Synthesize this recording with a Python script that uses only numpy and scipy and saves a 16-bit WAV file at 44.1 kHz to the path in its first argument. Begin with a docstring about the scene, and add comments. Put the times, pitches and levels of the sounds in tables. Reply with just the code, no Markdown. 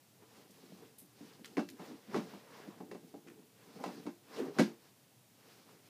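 """Someone moves about a small, quiet bedroom, over faint steady room tone and hiss (coloured noise).
First, grainy cloth swishes (banded noise), sole rumble (low noise), soft booming footfalls and small clicks.
Then hard knocks in quick runs (thud, reflections, floor modes) and dragging soles (narrow-band noise).
Quieter steps and swishes follow; late drags lead to the loudest run of knocks, then only soft swishes."""
import sys
import numpy as np
from scipy import signal
from scipy.fft import rfft, irfft
from scipy.io import wavfile
from scipy.ndimage import uniform_filter1d

SR = 44100
rng = np.random.default_rng(int(sys.argv[2]) if len(sys.argv) > 2 else 0)


def pcm_store(signal):
    """Save signal as 16-bit PCM."""
    levels = np.round(np.clip(np.atleast_2d(signal), -1, 1) * 32767)
    wavfile.write(sys.argv[1], SR, levels.astype(np.int16).T)


N = 259730
RING_S = np.arange(SR // 2) / SR   # time since a contact

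# steady room tone and hiss: freq_hz, density_db [relative, per Hz]
ROOM_TONE_SPECTRUM = [(20, -49), (50, -30), (85, -14.5), (115, 1.5), (145, -2), (250, -6.5), (480, -11),
                      (800, -13.5), (1300, -18.5), (3200, -18.5), (15000, -21.5)]
ROOM_TONE_DB = -66

# body movements: peak_s, rise_s, fall_s, swish_db, brightness_db, floor_rumble_db
MOVES = [(.23, 0.037, 0.028, -70, -10.5, -64), (.37, 0.095, 0.11, -62.5, 6, -62.5),
         (.57, 0.062, 0.25, -65, 10, -66.5), (.82, 0.13, 0.1, -64.5, 4.5, -61.5),
         (1.28, 0.11, .10, -61, 8.5, -63.5), (1.53, 0.15, 0.18, -68.5, 12, -59.5),
         (1.81, 0.022, 0.072, -57.5, -6, -59.5), (1.86, 0.075, 0.11, -56.5, 2.5, -55.5),
         (2.16, 0.047, 0.063, -49, -4, -44.5), (2.30, 0.24, 0.17, -57.5, 2, -60.5),
         (2.57, 0.088, 0.19, -57, -2, -62), (2.76, .06, 0.5, -76.5, -7, -58.5),
         (3.09, 0.08, 0.038, -75, 37, -84), (3.40, 0.19, 0.077, -87, -34, -66),
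         (3.629, 0.073, 0.055, -65.5, 4, -70), (3.76, 0.1, 0.13, -62, 3, -59),
         (3.90, 0.13, 0.18, -57, 7, -53), (4.40, 0.089, 0.054, -49.5, 1.5, -49.5),
         (4.47, 0.08, 0.045, -55, -1, -48.5), (4.59, 0.042, 0.096, -50.5, 0.5, -46.5),
         (4.85, 0.06, 0.073, -67, 7, -69.5), (5.53, 0.14, 0.14, -62, 7, -67.5),
         (5.70, 0.056, 0.11, -64, 5, -66), (5.87, 0.055, 0.051, -65.5, 11, -71)]
# rubbing cloth: freq_hz, density_db [relative, per Hz]
CLOTH_SPECTRUM = [(250, -26), (450, -8.5), (650, -12), (850, -14), (1020, -12.5), (1300, -16.5),
                  (2100, -19.5), (3300, -23.5), (4300, -24.5), (5100, -24), (6000, -27.5), (8000, -35.5),
                  (15000, -37.5)]
# dragging sole and floor: freq_hz, density_db [relative, per Hz]
SOLE_SPECTRUM = [(53, -75), (90, -47), (142, -8.5), (257, -5.5), (286, -6), (382, -10), (450, -4),
                 (515, -19.5), (642, -32), (764, -16), (900, -26), (1170, -47.5), (1980, -120)]
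SWELL_SHAPE = 1.64         # exponent: 1 = pointed, 2 = bell
RUMBLE_LAG_S = 0.01        # the floor answers after the clothes
SWISH_FLOOR_DB = -90.5     # tiny constant swish level, keeps the brightness division defined

# sole drags that make the floor drone: peak_s, half_length_s, level_db, pitch_hz
DRAGS = [(1.735, 0.034, -53, 288), (1.922, 0.036, -47, 271), (2.095, 0.013, -47.5, 203),
         (3.985, 0.016, -51, 280), (4.399, 0.018, -38.5, 432), (4.427, 0.04, -37.5, 298),
         (4.49, 0.051, -49, 418)]
# small clicks and creaks: start_s, level_db, centre_hz, upper_edge_over_centre [ratio], build_up_s
CLICKS = [(.505, -68.5, 7600, 1.9, 0.0026), (0.982, -56, 10900, 1.35, .003), (1.445, -55, 2300, 2.4, .0003),
          (1.456, -57, 3580, 2.8, 0.00044), (1.688, -57, 3240, 2.14, 0.00021),
          (1.7, -62.5, 6400, 2.4, 0.00017), (3.268, -61, 1840, 1.74, 0.0064)]

# colour of a blow in the reflections: freq_hz, density_db [relative, per Hz]
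BLOW_SPECTRUM = [(50, -52), (90, -28.5), (130, -24), (180, 3.5), (300, 0), (480, -9), (800, -6.5),
                 (1800, -19.5), (2800, -26.5), (5000, -25), (6500, -31.5), (8000, -36), (15000, -44)]
# decay of the room: freq_hz, t60_s
ROOM_T60 = [(100, 0.41), (300, 0.1), (1000, 0.17), (5000, 0.23), (12000, 0.21)]
# floor and room modes: pitch_hz, strength_db [relative], t60_s
MODES = [(183.8, 9.5, 0.072), (225.5, 0.5, 0.088), (292, -1, 0.22), (345, -0.5, 0.25), (428, -1.5, 0.12),
         (514, -10.5, 0.12), (591.5, -8, 0.22), (741, 0, 0.08), (815, -7.5, 0.19), (1036, -5.5, 0.16),
         (1303, -9.5, 0.12), (1614, -15, 0.2), (1952, -17, .15), (2230, -12, 0.08), (2683, -20.5, 0.26)]
PUSH_DB, PUSH_LOW_HZ, PUSH_HIGH_HZ = -34.5, 49, 110   # push of air; dB re boom

# soft footfalls: start_s, boom_db, boom_hz
FOOTFALLS = [(0.498, -61, 167), (.632, -57, 265), (.721, -53, 173), (1.02, -60.5, 306), (1.208, -50, 258),
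             (1.394, -55, 236), (2.188, -44, 240), (2.675, -47.5, 230), (3.036, -60, 241),
             (3.264, -54, 338), (3.694, -60, 283), (3.76, -52, 184), (4.056, -45, 315)]
SOFT_KNOCK_DB, SOFT_CRACK_DB, SOFT_HARDNESS_HZ = -25, -24, 645   # soft sole; dB re boom
# hard knocks: start_s, boom_db, boom_hz, knock_db, hardness_hz, crack_db
KNOCKS = [(1.5696, -35, 357, -42, 2280, -51.5), (1.580, -33.5, 300, -44, 2020, -59),
          (1.593, -40, 340, -44, 1600, -55.5), (1.794, -49.5, 289, -55.5, 990, -70),
          (2.144, -34, 410, -38.5, 1390, -56), (2.162, -33.5, 253, -54, 890, -52),
          (2.335, -50.5, 257, -58, 990, -76), (2.803, -47.5, 257, -53, 735, -71),
          (2.913, -46.5, 470, -54, 1870, -60), (2.947, -47, 443, -57.5, 1240, -67),
          (3.14, -48.5, 300, -53.5, 600, -72.5), (3.797, -47.5, 280, -53.5, 865, -80),
          (3.838, -54, 500, -40.5, 860, -52), (3.86, -43, 304, -55.5, 900, -58.5),
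          (3.887, -50, 286, -52, 950, -77), (4.065, -41.5, 264, -50, 1140, -60),
          (4.586, -29.5, 330, -36, 1600, -42.5), (4.594, -22.5, 237, -35.5, 1500, -37.5),
          (4.602, -29.5, 290, -51, 776, -46)]

CUTOFF_HZ = 15350


def from_db(db):
    """Decibels to gain."""
    return 10 ** (np.asarray(db) / 20)


def at_hz(points, hz):
    """Read a table on a log-frequency axis."""
    points = np.array(points)
    return np.interp(np.log(np.maximum(hz, 1)), np.log(points[:, 0]), points[:, 1])


def band(x, low_hz, high_hz, order=2):
    """Causal Butterworth band-pass."""
    edges_hz = [low_hz, min(high_hz, SR / 2 - 1000)]
    return signal.sosfilt(signal.butter(order, edges_hz, "band", fs=SR, output="sos"), x)


def unit_hit(x):
    """Scale a hit to the total energy of 30 ms at rms 1."""
    return x / np.sqrt(np.sum(x ** 2) / (.03 * SR) + 1e-20)


def add(out, start_s, sound):
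    """Mix a sound in at start_s."""
    start = max(round(start_s * SR), 0)
    out[start:start + len(sound)] += sound[:N - start]


def noise(spectrum):
    """Noise of a given colour, rms 1."""
    gain = from_db(at_hz(spectrum, np.fft.rfftfreq(N, 1 / SR)))
    x = irfft(rfft(rng.standard_normal(N)) * gain, N)
    return x / x.std()


def drift(points_per_s):
    """Random points joined by straight lines, spread just under 1."""
    return np.interp(np.arange(N) / SR * points_per_s, np.arange(4096), rng.standard_normal(4096))


def room_tone():
    """Steady coloured noise: the quiet room and hiss."""
    return from_db(ROOM_TONE_DB) * noise(ROOM_TONE_SPECTRUM)


def swell(peak_s, rise_s, fall_s):
    """Speed of one movement: it gathers to 1 at peak_s and dies away."""
    t = np.arange(N) / SR - peak_s
    distance = np.abs(t / np.where(t < 0, rise_s, fall_s))
    return np.exp(-np.minimum(distance, 8) ** SWELL_SHAPE)


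def clothes(grain_db):
    """Folds rub dully and fibres hiss; both catch and slip, so the swish is grainy and its colour wanders."""
    power, bright = from_db(SWISH_FLOOR_DB) ** 2, 0
    for peak_s, rise_s, fall_s, swish_db, bright_db, _ in MOVES:
        share = (from_db(swish_db) * swell(peak_s, rise_s, fall_s)) ** 2
        power = power + share
        bright = bright + share * bright_db
    edges_hz = np.geomspace(300, 18000, 9)
    fibres, out = (noise(CLOTH_SPECTRUM), noise(CLOTH_SPECTRUM)), 0
    for k, (low_hz, high_hz) in enumerate(zip(edges_hz, edges_hz[1:])):
        octaves = np.log2(np.sqrt(low_hz * high_hz) / 2400)
        tilt_db = bright / power * np.tanh(octaves) / 2   # power-weighted brightness
        out = out + band(fibres[k % 2], low_hz, high_hz) * from_db(tilt_db + 1.85 * drift(35))
    return np.sqrt(power) * from_db(grain_db * drift(250)) * out


def scuffs(uneven_db):
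    """With every movement the soles drag unevenly and make the floor rumble."""
    power = 0
    for peak_s, rise_s, fall_s, _, _, rumble_db in MOVES:
        power = power + (from_db(rumble_db) * swell(peak_s + RUMBLE_LAG_S, rise_s, fall_s)) ** 2
    return np.sqrt(power) * from_db(uneven_db * drift(48)) * noise(SOLE_SPECTRUM)


def drags(width):
    """Stick and slip wander round one pitch at an even strength, swelling and dying away."""
    out, t = np.zeros(N), np.arange(N) / SR
    for peak_s, half_length_s, level_db, pitch_hz in DRAGS:
        judder = band(rng.standard_normal(N), pitch_hz / (1 + width), pitch_hz * (1 + width))
        judder /= np.sqrt(uniform_filter1d(judder ** 2, size=SR // 100) + 1e-12)   # level over 10 ms
        out += from_db(level_db) * np.exp(-((t - peak_s) / half_length_s) ** 2) * judder
    return out


def clicks(room_db, room_t60_s, snap_s):
    """Tiny hard contacts: a bright, gritty snap and a faint wash from the walls."""
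    out = np.zeros(N)
    for start_s, level_db, centre_hz, span, build_s in CLICKS:
        decay = np.exp(-RING_S / snap_s) + from_db(room_db - 60 * RING_S / room_t60_s)
        fade = decay * (1 - np.exp(-RING_S / build_s)) ** 2
        grit = rng.standard_normal(len(RING_S)) * from_db(8.8 * rng.standard_normal(len(RING_S))) * fade
        core = band(grit, centre_hz / max(span, 1.1), centre_hz * max(span, 1.1), order=3)
        skirt = band(grit, centre_hz * 0.36, centre_hz * 2 * span)
        add(out, start_s, from_db(level_db) * unit_hit(core + from_db(-5.0) * skirt))
    return out


def reflections(near_db, near_s):
    """A sharp first arrival, then dense wall reflections that die away band by band."""
    edges_hz = np.geomspace(40, 16000, 22)
    white, out = rng.standard_normal((2, len(RING_S))), 0
    for k, (low_hz, high_hz) in enumerate(zip(edges_hz, edges_hz[1:])):
        centre_hz = np.sqrt(low_hz * high_hz)
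        late = from_db(-60 * RING_S / at_hz(ROOM_T60, centre_hz))
        near = from_db(near_db) * np.exp(-RING_S / near_s)
        gain = from_db(at_hz(BLOW_SPECTRUM, centre_hz)) * np.sqrt(high_hz - low_hz)
        out = out + gain * unit_hit(band(white[k % 2] * (late + near), low_hz, high_hz))
    return unit_hit(out)


def standing_waves(spread_db, build_s):
    """Each blow lands elsewhere and so feeds the decaying modes with strengths of its own."""
    pitch_hz, strength_db, t60_s = np.array(MODES).T[:, :, None]
    signs = (-1) ** np.arange(len(MODES))[:, None]
    strength = signs * from_db(strength_db + spread_db * rng.standard_normal(pitch_hz.shape))
    waves = strength * from_db(-60 * RING_S / t60_s) * np.sin(2 * np.pi * pitch_hz * RING_S)
    return unit_hit(waves.sum(axis=0) * (1 - np.exp(-RING_S / build_s)))


def first_arrival(thud_hz, ring_hz, thud_s, ring_s, ring_db):
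    """Heard straight across the room: a short thud and the brief ring of the struck spot."""
    thud = unit_hit(RING_S * np.exp(-RING_S / thud_s) * np.sin(2 * np.pi * thud_hz * RING_S))
    ring = unit_hit(np.exp(-RING_S / ring_s) * np.sin(2 * np.pi * ring_hz * RING_S))
    return unit_hit(thud + from_db(ring_db) * ring)


def resonate(x, pitch_hz, width, lift_db):
    """Lift a resonance out of a sound; the width is a share of its pitch."""
    b, a = signal.iirpeak(pitch_hz, 1 / width, fs=SR)
    return x + from_db(lift_db) * signal.lfilter(b, a, x)


def blow(boom_db, boom_hz, knock_db, hardness_hz, crack_db):
    """Boom, knock and crack each have their own level; hardness sets how high the knock reaches."""
    room = reflections(near_db=-2.5, near_s=0.0039) + standing_waves(spread_db=2.0, build_s=0.0011)
    direct = first_arrival(boom_hz, 0.94 * hardness_hz, thud_s=0.0015, ring_s=0.001, ring_db=-4.5)
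    # each struck spot favours a low pitch of its own
    boom = unit_hit(resonate(band(room, 170, 522, order=4), boom_hz, width=0.42, lift_db=8.5))
    boom = boom + from_db(-4.5) * unit_hit(band(direct, 187, 663, order=3))
    # a softer contact reaches less high
    knock = band(room + from_db(-2) * direct, 500, 4260, order=3)
    knock = band(knock, 150, max(1.27 * hardness_hz, 600), order=3)
    crack = band(room + from_db(-14.5) * direct, 1900, 13000, order=3)
    push = band(direct, PUSH_LOW_HZ, PUSH_HIGH_HZ)
    parts = (push, boom_db + PUSH_DB), (boom, boom_db), (knock, knock_db), (crack, crack_db)
    return sum(from_db(level_db) * unit_hit(part) for part, level_db in parts)


def footfalls():
    """Soft steps are nearly all boom."""
    out = np.zeros(N)
    for start_s, boom_db, boom_hz in FOOTFALLS:
        step = blow(boom_db, boom_hz, boom_db + SOFT_KNOCK_DB, SOFT_HARDNESS_HZ, boom_db + SOFT_CRACK_DB)
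        add(out, start_s, step)
    return out


def knocks():
    """Hard contacts, the loudest in quick runs of two or three."""
    out = np.zeros(N)
    for start_s, *contact in KNOCKS:
        add(out, start_s, blow(*contact))
    return out


def scene():
    """Movement over the steady room tone."""
    background = room_tone()
    rubbing = clothes(grain_db=0.7) + scuffs(uneven_db=3.0) + drags(width=0.16)
    contacts = clicks(room_db=-11.5, room_t60_s=0.21, snap_s=0.0033) + footfalls() + knocks()
    return (background + rubbing + contacts)[None]


def record(dry):
    """The top is cut steeply by an elliptic low-pass."""
    return signal.sosfilt(signal.ellip(12, .1, 80, CUTOFF_HZ, fs=SR, output="sos"), dry)


dry = scene()
out = record(dry)
pcm_store(out)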